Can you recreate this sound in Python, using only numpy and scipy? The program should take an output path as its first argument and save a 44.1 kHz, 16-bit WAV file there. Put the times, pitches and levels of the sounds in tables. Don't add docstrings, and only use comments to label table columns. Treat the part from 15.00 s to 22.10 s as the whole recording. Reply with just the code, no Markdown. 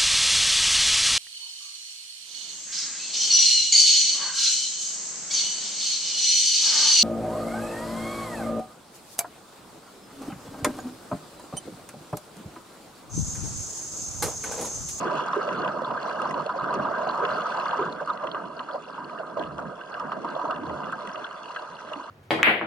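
import sys
import numpy as np
from scipy import signal
from scipy.fft import rfft, irfft, next_fast_len
from scipy.io import wavfile
from scipy.ndimage import uniform_filter1d

SR = 44100
rng = np.random.default_rng(int(sys.argv[2]) if len(sys.argv) > 2 else 0)


def transcribe(u):
    v = np.clip(np.atleast_2d(u).T, -1, 1)
    q = np.round(v * 32767).astype(np.int16)
    wavfile.write(sys.argv[1], SR, q)


def gain_from_decibels(decibels):
    exponent = np.asarray(decibels, float) / 20
    return 10 ** exponent


N = 313110

# [t/s, slide level/dB, spray level/dB]
FLOW = [(0.0, -31, -27), (0.3, -32.5, -29.5), (0.85, -37.5, -35), (1.24, -33.5, -31.5), (1.5, -37.5, -35.5),
        (1.9, -31, -34.5), (2.2, -29.5, -31.5), (2.63, -31.5, -27.5), (2.82, -30, -34.5),
        (2.98, -40.5, -37.5), (3.45, -43, -40), (3.68, -50.5, -41), (4.2, -41.5, -40), (4.6, -46.5, -45),
        (4.9, -41, -39.5), (5.5, -39, -39.5), (6.45, -42, -35), (7.1, -45.5, -36.5)]
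# [crest t/s, crest level/dB, time to rise 10 dB/s, time to sink 10 dB/s]
WAVES = [(0.339, -33, 0.03, 0.1), (0.653, -30, 0.09, 0.1), (0.818, -35, 0.06, 0.04),
         (0.916, -32.5, 0.07, 0.12), (1.111, -32, 0.06, 0.03), (1.199, -31.5, 0.05, 0.2),
         (1.564, -36, 0.04, 0.06), (1.712, -31, 0.07, 0.1), (0.5, -32, 0.03, 0.12),
         (3.015, -34, 0.03, 0.025), (3.103, -32.5, 0.02, 0.035), (3.255, -31, 0.1, 0.035),
         (3.36, -33, 0.03, 0.08), (3.606, -36, 0.04, 0.035), (3.755, -39, 0.05, 0.04),
         (3.985, -41, 0.08, 0.2), (4.204, -38.5, 0.07, 0.06), (4.395, -37, 0.02, 0.16),
         (4.594, -35, 0.025, 0.06), (5.05, -40, 0.06, 0.05), (5.135, -35, 0.02, 0.04),
         (5.255, -39, 0.02, 0.05), (5.512, -33, 0.2, 0.07), (5.713, -41, 0.1, 0.15), (5.9, -35, 0.09, 0.04),
         (6.068, -39.5, 0.04, 0.06), (6.152, -39, 0.03, 0.1), (3.7, -38, 0.03, 0.04),
         (6.567, -40, 0.05, 0.14), (6.936, -41.5, 0.12, 0.2)]
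# [t/s, gurgle level/dB, boom level/dB, time to sink 10 dB/s]
HEAVES = [(0.0, -23.5, -34, 0.22), (0.59, -25.5, -31, 0.3), (0.9, -28.5, -32, 0.1), (1.28, -28, -34, 0.22),
          (1.781, -26.5, -26, 0.24), (2.2, -33.5, -45, 0.35), (2.37, -39, -26, 0.1), (2.86, -29, -26, 0.11),
          (3.24, -35, -42, 0.3), (3.44, -32, -51, 0.27), (4.05, -35.5, -40, 0.27), (4.41, -28.5, -43, 0.14),
          (4.49, -45, -14, .08), (4.67, -32, -38, .08), (4.98, -49.5, -35, .15), (5.2, -27.5, -47, 0.23),
          (5.66, -26.5, -20.5, 0.14), (5.8, -29.5, -37, .2), (6.17, -53, -34, 0.06), (6.9, -48, -42, 0.65)]
# [t/s, peak level/dB]
MIST = [(0.0408, -49), (0.1545, -50), (0.2623, -48), (0.3586, -47), (0.4329, -53), (0.6794, -54),
        (1.0765, -50), (1.2017, -49), (1.4421, -51), (1.6377, -53), (1.7928, -56), (2.1959, -54),
        (2.4344, -52), (2.9233, -51), (3.0754, -53), (3.5533, -55), (3.7569, -57), (4.5999, -53),
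        (5.8735, -55), (6.9331, -54)]
# [t/s, peak level/dB, pitch f/Hz, time to fall 60 dB/s]
GULPS = [(0.049, -14, 391, .12), (0.362, -11.5, 430, .07), (0.519, -23, 438, .09), (1.3, -30, 250, .12),
         (1.624, -26, 166, .05), (2.221, -12, 454, .08), (2.784, -16, 400, .1), (2.81, -18, 460, .1),
         (3.24, -30, 480, .11), (4.391, -22, 330, .07), (4.457, -36, 155, .12), (4.594, -28, 260, .2),
         (4.647, -29.5, 180, .09), (5.044, -34, 257, .05), (5.43, -30, 300, .1), (5.621, -26, 310, .1),
         (5.701, -27.5, 175, .08), (6.075, -33.5, 207, .1), (6.618, -34, 530, .12),
         (6.957, -31.5, 280, .12)]
# [t/s, peak level/dB]
DROPS = [(0.0608, -39), (0.2076, -33), (0.4884, -27), (0.62, -33.5), (0.6474, -29), (0.677, -26.5),
         (0.9115, -36), (1.343, -33.5), (2.25, -20.5), (2.2902, -30), (2.71, -28), (2.8255, -34.5),
         (3.1737, -35), (3.271, -30), (3.346, -31), (3.5923, -29.5), (4.1864, -35), (4.436, -31),
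         (4.8356, -40), (4.9408, -33.5), (5.117, -32), (4.998, -36), (5.561, -31.5), (5.6956, -34),
         (6.093, -34), (6.156, -30.5), (6.266, -36), (6.5475, -39), (6.561, -28), (6.934, -27)]
# [t/s, peak level/dB, fizz level/dB]
SPLATS = [(1.1652, -45, -64), (1.2176, -28.5, -38), (1.3095, -32, -38), (1.4626, -33, -43),
          (1.74, -31.5, -36), (2.598, -29, -45), (3.06, -48, -43), (4.395, -36, -50), (4.425, -34, -47),
          (4.996, -44, -50), (4.582, -37, -46), (5.508, -30.5, -44), (5.8416, -34, -53),
          (5.9216, -37.5, -42), (6.073, -29, -40)]
# [t/s, peak level/dB, centre f/Hz]
BEADS = [(0.846, -32, 3570), (3.314, -30, 3500), (3.5925, -33, 3450), (3.71, -38, 3450), (3.942, -40, 3100),
         (4.3943, -34, 3400), (5.3502, -36, 3420), (6.2432, -28, 3480), (4.044, -40, 2830),
         (4.095, -40, 2400), (4.81, -40, 2830), (6.485, -38, 2700), (6.44, -38, 2830), (6.31, -38, 2830),
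         (3.883, -42, 2700), (1.305, -34, 2050)]
# [t/s, peak level/dB, pitch f/Hz]
PINGS = [(0.417, -39, 4560), (0.6175, -49, 3750), (0.6175, -40, 4570), (0.8555, -41, 4240),
         (0.9991, -46, 4250), (1.0934, -41, 4320), (1.2516, -37, 4310), (1.295, -40, 5410),
         (1.3414, -41, 4320), (1.3917, -44, 4200), (1.4621, -37, 4370), (1.503, -44, 4570),
         (1.5219, -49, 4590), (1.5768, -44, 4560), (1.5958, -43, 3810), (1.7065, -39, 4050),
         (1.7444, -39, 5730), (1.8337, -45, 4180), (2.0348, -42, 4270), (2.0906, -31, 4220),
         (2.3346, -35, 4380), (2.3575, -37, 4520), (2.5706, -35, 4230), (2.6813, -37, 4480),
         (2.7072, -37, 3990), (2.7716, -42, 5620), (2.7926, -43, 4320), (2.8165, -45, 4280),
         (2.9243, -40, 3750), (2.9243, -32, 4060), (3.0475, -45, 4510), (3.0759, -45, 4490),
         (3.1732, -47, 4230), (3.2685, -46, 4140), (3.3149, -44, 4050), (3.3149, -40, 4230),
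         (3.3508, -49, 4310), (3.5668, -40, 4650), (3.5922, -43, 4240), (3.7339, -39, 4580),
         (3.7569, -44, 4740), (3.8422, -49, 4120), (3.931, -45, 4130), (4.0442, -42, 4290),
         (4.3944, -44, 4270), (4.9187, -41, 4570), (4.9402, -42, 4620), (4.9965, -42, 5410),
         (5.2869, -43, 4600), (5.3507, -44, 4090), (5.4784, -46, 4240), (5.5084, -43, 4320),
         (5.6645, -44, 4060), (5.7768, -50, 4100), (5.9893, -48, 4240), (6.1325, -44, 5590),
         (6.5176, -45, 4430), (6.5934, -41, 4160), (6.7496, -44, 4100), (6.9676, -46, 4330)]
# [t/s, peak level/dB, pitch f/Hz]
PLOPS = [(0.0697, -31, 1610), (0.9727, -29, 1560), (1.1094, -26, 1580), (1.1857, -33, 1660),
         (1.4935, -29, 1500), (1.7928, -31, 1560), (2.2503, -28, 1610), (2.359, -28, 1600),
         (2.7482, -29, 1590), (2.9971, -31, 1560), (4.1774, -31, 1580), (4.4029, -32, 1610),
         (4.6528, -37, 1580), (4.808, -34, 1570), (4.9302, -33, 1590), (4.9467, -30, 1600),
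         (5.1188, -30, 1570), (6.5625, -27, 1580)]
# [t/s, peak level/dB, centre f/Hz]
LAPS = [(0.096, -20, 1230), (0.26, -22, 942), (0.79, -23, 1030), (0.876, -22, 961), (1.095, -22, 1090),
        (1.198, -19, 1290), (1.219, -20, 1150), (1.306, -22, 1010), (1.34, -21, 1000), (1.379, -19, 1240),
        (1.798, -20, 1170), (1.828, -22, 1100), (1.947, -19, 1210), (2.049, -23, 1180), (2.096, -19, 999),
        (2.141, -20, 1180), (2.214, -18, 1180), (2.402, -20, 1180), (2.771, -19, 1220), (3.075, -19, 1270),
        (3.346, -22, 1190), (3.604, -25, 1020), (3.98, -26, 950), (4.158, -28, 1180), (4.37, -23, 1070),
        (4.969, -29, 1170), (5.366, -23, 1010), (5.413, -19, 1020), (5.529, -25, 1200), (5.846, -26, 926),
        (5.897, -23, 1280), (6.055, -27, 1190), (6.148, -26, 1150), (6.34, -28, 1340), (6.888, -30, 1580)]
# [t/s, peak level/dB, time to fall 60 dB/s]
KNOCKS = [(0.149, -19.5, .06), (0.478, -15, .08), (0.818, -15, .06), (0.915, -20, .06), (1.372, -18, .08),
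          (1.46, -16, .05), (1.558, -16.5, .07), (1.909, -16, .06), (1.985, -17, .1), (2.07, -13.5, .065),
          (3.013, -19, .047), (3.742, -16, .09), (3.236, -18, .09), (4.41, -19, .12), (2.03, -18, .08),
          (4.198, -20, .08), (4.37, -14, .13), (5.167, -22, .08), (5.363, -15, .06), (5.44, -21, .06),
          (5.485, -21, .04), (6.915, -26, .1)]
# [t/s, peak level/dB, centre f/Hz]
SLAPS = [(0.191, -11.5, 1270), (0.333, -9.5, 986), (0.411, -16, 1250), (0.904, -20, 1020),
         (1.256, -14, 950), (1.397, -13, 980), (1.493, -13, 1100), (1.642, -13, 1420), (1.852, -15, 930),
         (1.981, -13, 970), (2.281, -18, 1190), (2.322, -15.5, 1460), (2.458, -15, 1150),
         (2.545, -13.5, 1010), (2.658, -14.5, 1340), (2.73, -10.5, 1020), (2.79, -17, 1030),
         (2.859, -15.5, 1120), (3.094, -14, 1250), (3.688, -18, 1270), (4.589, -17.5, 1220),
         (4.999, -16, 1050), (5.12, -11.5, 1010), (5.246, -13, 915), (5.393, -14, 940), (5.451, -13.5, 920),
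         (5.508, -14.5, 990), (5.926, -15.5, 1480), (6.244, -18.5, 1400), (6.561, -24, 1670)]
# [f/Hz, level/dB]
SHELL = [(25, -50), (55, -28), (110, -19), (150, -8.5), (400, -8), (1100, -7), (1650, -11), (1800, -23),
         (3000, -23), (5000, -34.5), (6500, -34), (10000, -37), (11000, -65)]
# [f/Hz, width/Hz, level/dB]
RINGS = [(77, 23, 13), (626.6, 161, 7.5), (833, 54, -6), (985, 72, 7), (1250, 294, 7), (1587, 79, 6.5),
         (2250, 290, -4.5), (2820, 227, 7.5), (3420, 190, 6.5), (3785, 195, -8), (4212, 250, 8),
         (4584, 390, 6), (5700, 590, 5)]
# [f/Hz, share 0-1]
SAME = [(45, .82), (150, .9), (260, .74), (400, .52), (520, .92), (1550, .9), (1850, .35), (2300, .65),
        (3700, .4), (4600, .7), (7000, .45)]
# [f/Hz, left leads by/rad]
LEAD = [(0, 0), (260, -.35), (420, -.1), (750, -1.35), (1100, .5), (1420, -.55), (1700, 1.5), (2000, .3),
        (2250, 2.8), (2800, .6), (3150, 2.5), (4500, .2), (5300, -.5), (5900, 2.8)]
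# [f/Hz, left minus right/dB]
TILT = [(100, .5), (150, -4), (430, -1.2), (620, -3.8), (1000, -.8), (1200, -3.2), (1550, 0), (2450, 3),
        (3500, -2), (5700, 2), (9000, -1)]

CALM_GURGLE_DB, CALM_BOOM_DB = -7.5, -11
HEAVE_RISE = .6
SPRAY_FOLLOW = .25
SMACK = 2.5
FIZZ_DB = -26.5
DROP_HZ, DROP_OCTAVES, BEAD_OCTAVES, PING_OCTAVES = 2826, .31, .16, .14
TICK_DB, PING_DB, LAP_DB, PLOP_DB, BUBBLE_DB = -.4, .3, -4.5, -.5, -6.5
LAP_T60, PLOP_T60, BUBBLE_T60, SLAP_T60 = .045, .045, .07, .052
GLIDE = .13
KNOCK_HZ = 620
HISS_DB, RUMBLE_DB = -69.6, -76.5
CEILING = .21
EDGE_HZ = 11060


def evened(x):
    return x / np.sqrt(np.mean(x ** 2) + 1e-20)


def read(points, hz):
    f, value = np.transpose(points)
    return np.interp(np.log(hz + 1), np.log(f + 1), value)


def add(mix, s, sound):
    part = mix[:, round(s * SR):][:, :sound.shape[1]]
    part += sound[:, :part.shape[1]]


def shell_db(hz):
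    rings = sum(db / (1 + (2 * (hz - f) / width) ** 2) for f, width, db in RINGS)
    return read(SHELL, hz) + rings


def hump(hz, centre_hz, octaves):
    return np.maximum(-6 * (np.log2((hz + 1) / centre_hz) / octaves) ** 2, -45)


def no_lows(hz, knee_hz, octaves):
    return hump(np.minimum(hz, 2100), knee_hz, octaves)


def causal(db):
    mirrored = np.concatenate([db, db[-2:0:-1]])
    log_gain = np.log(gain_from_decibels(mirrored))
    spectrum = np.exp(np.conj(signal.hilbert(log_gain)))
    return np.fft.ifft(spectrum).real[:4096]


def swells(t, calm_db, s, crest_db, rise_s, sink_s):
    late = t[:, None] - s
    crests = crest_db - 10 * np.where(late > 0, late / sink_s, -late / rise_s)
    return 10 * np.log10(gain_from_decibels(2 * calm_db) + gain_from_decibels(2 * crests).sum(1))


def bubbles(per_s, spread_db, cycles, lo_hz, hi_hz, count=16):
    out, grains = np.zeros((2, N + SR // 2)), []
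    kind = rng.integers(0, count, (2, N))
    loudness = gain_from_decibels(spread_db * np.minimum(rng.exponential(1, N), 3.4))
    size = loudness * (rng.random(N) < per_s / SR)
    for hz in np.geomspace(lo_hz, hi_hz, count):
        u = np.arange(int(3 * cycles * SR / hz)) * hz / SR
        tone = np.sin(2 * np.pi * u * (1 + 0.1113 * u / cycles))
        grain = tone * np.exp(-2 * u / cycles) * np.minimum(u / 2.6, 1)
        grains.append(evened(grain) / np.sqrt(len(u) / hz))
    for at in np.flatnonzero(size):
        for port, k in enumerate(kind[:, at]):
            out[port, at:at + len(grains[k])] += size[at] * grains[k]
    return evened(out[:, :N])


def flow():
    big = bubbles(per_s=1300, spread_db=1.6, cycles=9., lo_hz=129.2, hi_hz=1882.6)
    fine = bubbles(per_s=800, spread_db=4.1, cycles=10., lo_hz=1847, hi_hz=6310)
    drive = rng.standard_normal((2, N)) + 0.6 * big + 0.7 * fine
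    hz, t, z = signal.stft(drive, SR, nperseg=1024, noverlap=896)

    s, *levels = np.transpose(FLOW)
    slide, spray = (np.interp(t, s, c) for c in levels)
    rush = swells(t, slide, *np.transpose(WAVES))
    s, gurgle_db, boom_db, sink_s = np.transpose(HEAVES)
    rise_s = HEAVE_RISE * sink_s
    gurgle = swells(t, slide + CALM_GURGLE_DB, s, gurgle_db, rise_s, sink_s)
    boom = swells(t, slide + CALM_BOOM_DB, s, boom_db, rise_s, sink_s)

    low = 1 / (1 + (hz / 400) ** 4)[:, None]
    deep = 1 / (1 + (hz / 110) ** 6)[:, None]
    high = 1 / (1 + (2000 / (hz + 1)) ** 8)[:, None]
    field = (1 - low - high) * (rush - .4)
    field += high * (spray - 3.5 + SPRAY_FOLLOW * (rush - slide))
    field += (low - deep) * gurgle + deep * boom

    noise = rng.standard_normal((len(t), len(hz))).T
    patches = uniform_filter1d(uniform_filter1d(noise, 9, 0), 14, 1)
    scattered_spray = uniform_filter1d(uniform_filter1d(noise[::-1], 22, 0), 5, 1)
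    gusts = uniform_filter1d(rng.standard_normal(len(t)), 9)
    spray_sheets = uniform_filter1d(rng.standard_normal(len(t)), 12)
    field += 2.0 * evened(patches) + 0.16 * evened(gusts)
    field += 1.6 * high * (evened(scattered_spray) + evened(spray_sheets))

    rough = signal.istft(z * gain_from_decibels(field), SR, nperseg=1024, noverlap=896)[1][:, :N]
    taps = causal(shell_db(np.fft.rfftfreq(8192, 1 / SR)))
    taps = taps[None] / np.linalg.norm(taps)
    return gain_from_decibels(-3.6) * signal.oaconvolve(rough, taps, axes=1)[:, :N]


def blow(peak_db, colour_db, rise_s, t60, size=8192):
    t = np.arange(size) / SR
    fall = gain_from_decibels(-60 * t / t60) + 0.21 * gain_from_decibels(-18 * t / t60)
    shape = (1 - np.exp(-t / rise_s)) * fall
    burst = rng.standard_normal((2, size)) * shape * np.cos(np.pi * t / t[-1] / 2)
    burst[:, 12] += SMACK
    sound = signal.fftconvolve(burst, causal(colour_db)[None, :size], axes=1)[:, :size]
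    return gain_from_decibels(peak_db) * sound / abs(sound).max(1, keepdims=True)


def bubble(peak_db, hz, t60):
    t = np.arange(int(t60 * SR)) / SR
    tone = np.sin(2 * np.pi * hz * t * (1 + GLIDE * t / t60)) * np.minimum(t / .0012, 1)
    return np.outer([1, 1], gain_from_decibels(peak_db - 60 * t / t60) * tone)


def fizz():
    out, hz = np.zeros((2, N)), np.fft.rfftfreq(2048, 1 / SR)
    colour_db = shell_db(hz) + hump(hz, 7800, .55)
    rows = [(s, db + 3) for s, db in MIST]
    rows += [(s, db + FIZZ_DB) for s, db in DROPS]
    rows += [(s, fizz_db) for s, _, fizz_db in SPLATS]
    for s, fizz_db in rows:
        add(out, s, blow(fizz_db + 3.5, colour_db, .0003, .0066, size=1024))
    return out


def gulps():
    out, hz = np.zeros((2, N)), np.fft.rfftfreq(8192, 1 / SR)
    for s, peak_db, pitch_hz, t60 in GULPS:
        colour_db = shell_db(hz) + hump(hz, pitch_hz, .27)
        add(out, s, blow(peak_db - 6.5, colour_db, .0037, t60))
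        add(out, s + .003, bubble(peak_db - 12, pitch_hz, 1.6 * t60))
    return out


def drops():
    out, hz = np.zeros((2, N)), np.fft.rfftfreq(2048, 1 / SR)
    rows = [(s, db, DROP_HZ, DROP_OCTAVES) for s, db, *_ in DROPS + SPLATS]
    rows += [(*row, BEAD_OCTAVES) for row in BEADS]
    rows += [(s, db + PING_DB, f, PING_OCTAVES) for s, db, f in PINGS]
    for s, peak_db, centre_hz, octaves in rows:
        colour_db = shell_db(hz) + hump(hz, centre_hz, octaves) + no_lows(hz, 1910, .077)
        add(out, s, blow(peak_db + TICK_DB, colour_db, .00021, .01, size=1024))
    return out


def plops():
    out, hz = np.zeros((2, N)), np.fft.rfftfreq(4096, 1 / SR)
    for s, peak_db, pitch_hz in PLOPS:
        colour_db = shell_db(hz) + hump(hz, 1.06 * pitch_hz, .2)
        add(out, s - .001, blow(peak_db + PLOP_DB, colour_db, .0004, PLOP_T60, size=2048))
        add(out, s, bubble(peak_db + BUBBLE_DB + 3, .95 * pitch_hz, BUBBLE_T60))
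    return out


def laps():
    out, hz = np.zeros((2, N)), np.fft.rfftfreq(4096, 1 / SR)
    for s, peak_db, centre_hz in LAPS:
        colour_db = shell_db(hz) + hump(hz, centre_hz, .3)
        add(out, s - .001, blow(peak_db + LAP_DB, colour_db, .0004, LAP_T60, size=2048))
        add(out, s, bubble(peak_db + BUBBLE_DB, .96 * centre_hz, BUBBLE_T60))
    return out


def slaps():
    out, hz = np.zeros((2, N)), np.fft.rfftfreq(8192, 1 / SR)
    spray_colour_db = shell_db(hz) + hump(hz, 4500, .89) + no_lows(hz, 1900, .086)
    rows = [(s, db, KNOCK_HZ, t60) for s, db, t60 in KNOCKS]
    rows += [(*row, SLAP_T60) for row in SLAPS]
    for s, peak_db, centre_hz, t60 in rows:
        colour_db = shell_db(hz) + hump(hz, centre_hz, .4)
        add(out, max(s - .0015, 0), blow(peak_db - 5, colour_db, .00037, t60))
        add(out, s, blow(peak_db - 28, spray_colour_db, .0028, .48 * t60, size=4096))
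    return out


def ports(pair):
    size = next_fast_len(N + 4096)
    hz = np.fft.rfftfreq(size, 1 / SR)
    left, other = rfft(pair, size)
    lead = np.interp(hz, *np.transpose(LEAD))
    same = np.clip(read(SAME, hz), 0, 1)
    right = (same * left + np.sqrt(1 - same ** 2) * other) * np.exp(-1j * lead)
    tilt = gain_from_decibels(read(TILT, hz) / 2)
    return irfft(np.array([left * tilt, right / tilt]), size)[:, :N]


def scene():
    return ports(flow() + fizz() + gulps() + drops() + plops() + laps() + slaps())


def roll_off(x):
    return signal.sosfilt(signal.butter(12, 11390, fs=SR, output="sos"), x)


def record(dry):
    rumble_band = signal.butter(1, [18, 50], "band", fs=SR, output="sos")
    rumble = signal.sosfilt(rumble_band, rng.standard_normal(N))
    own_hiss = 0.82 * rng.standard_normal(dry.shape)
    shared_hiss = 0.86 * rng.standard_normal(N)
    noisy = dry + gain_from_decibels(HISS_DB) * (own_hiss + shared_hiss) + gain_from_decibels(RUMBLE_DB) * evened(rumble)
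    held = CEILING * np.tanh(noisy / CEILING)
    low_pass = signal.firwin(801, EDGE_HZ, window=("kaiser", 9), fs=SR)
    limited = signal.oaconvolve(held, low_pass[None], "same")
    return roll_off(limited)


dry = scene()
out = record(dry)
transcribe(out)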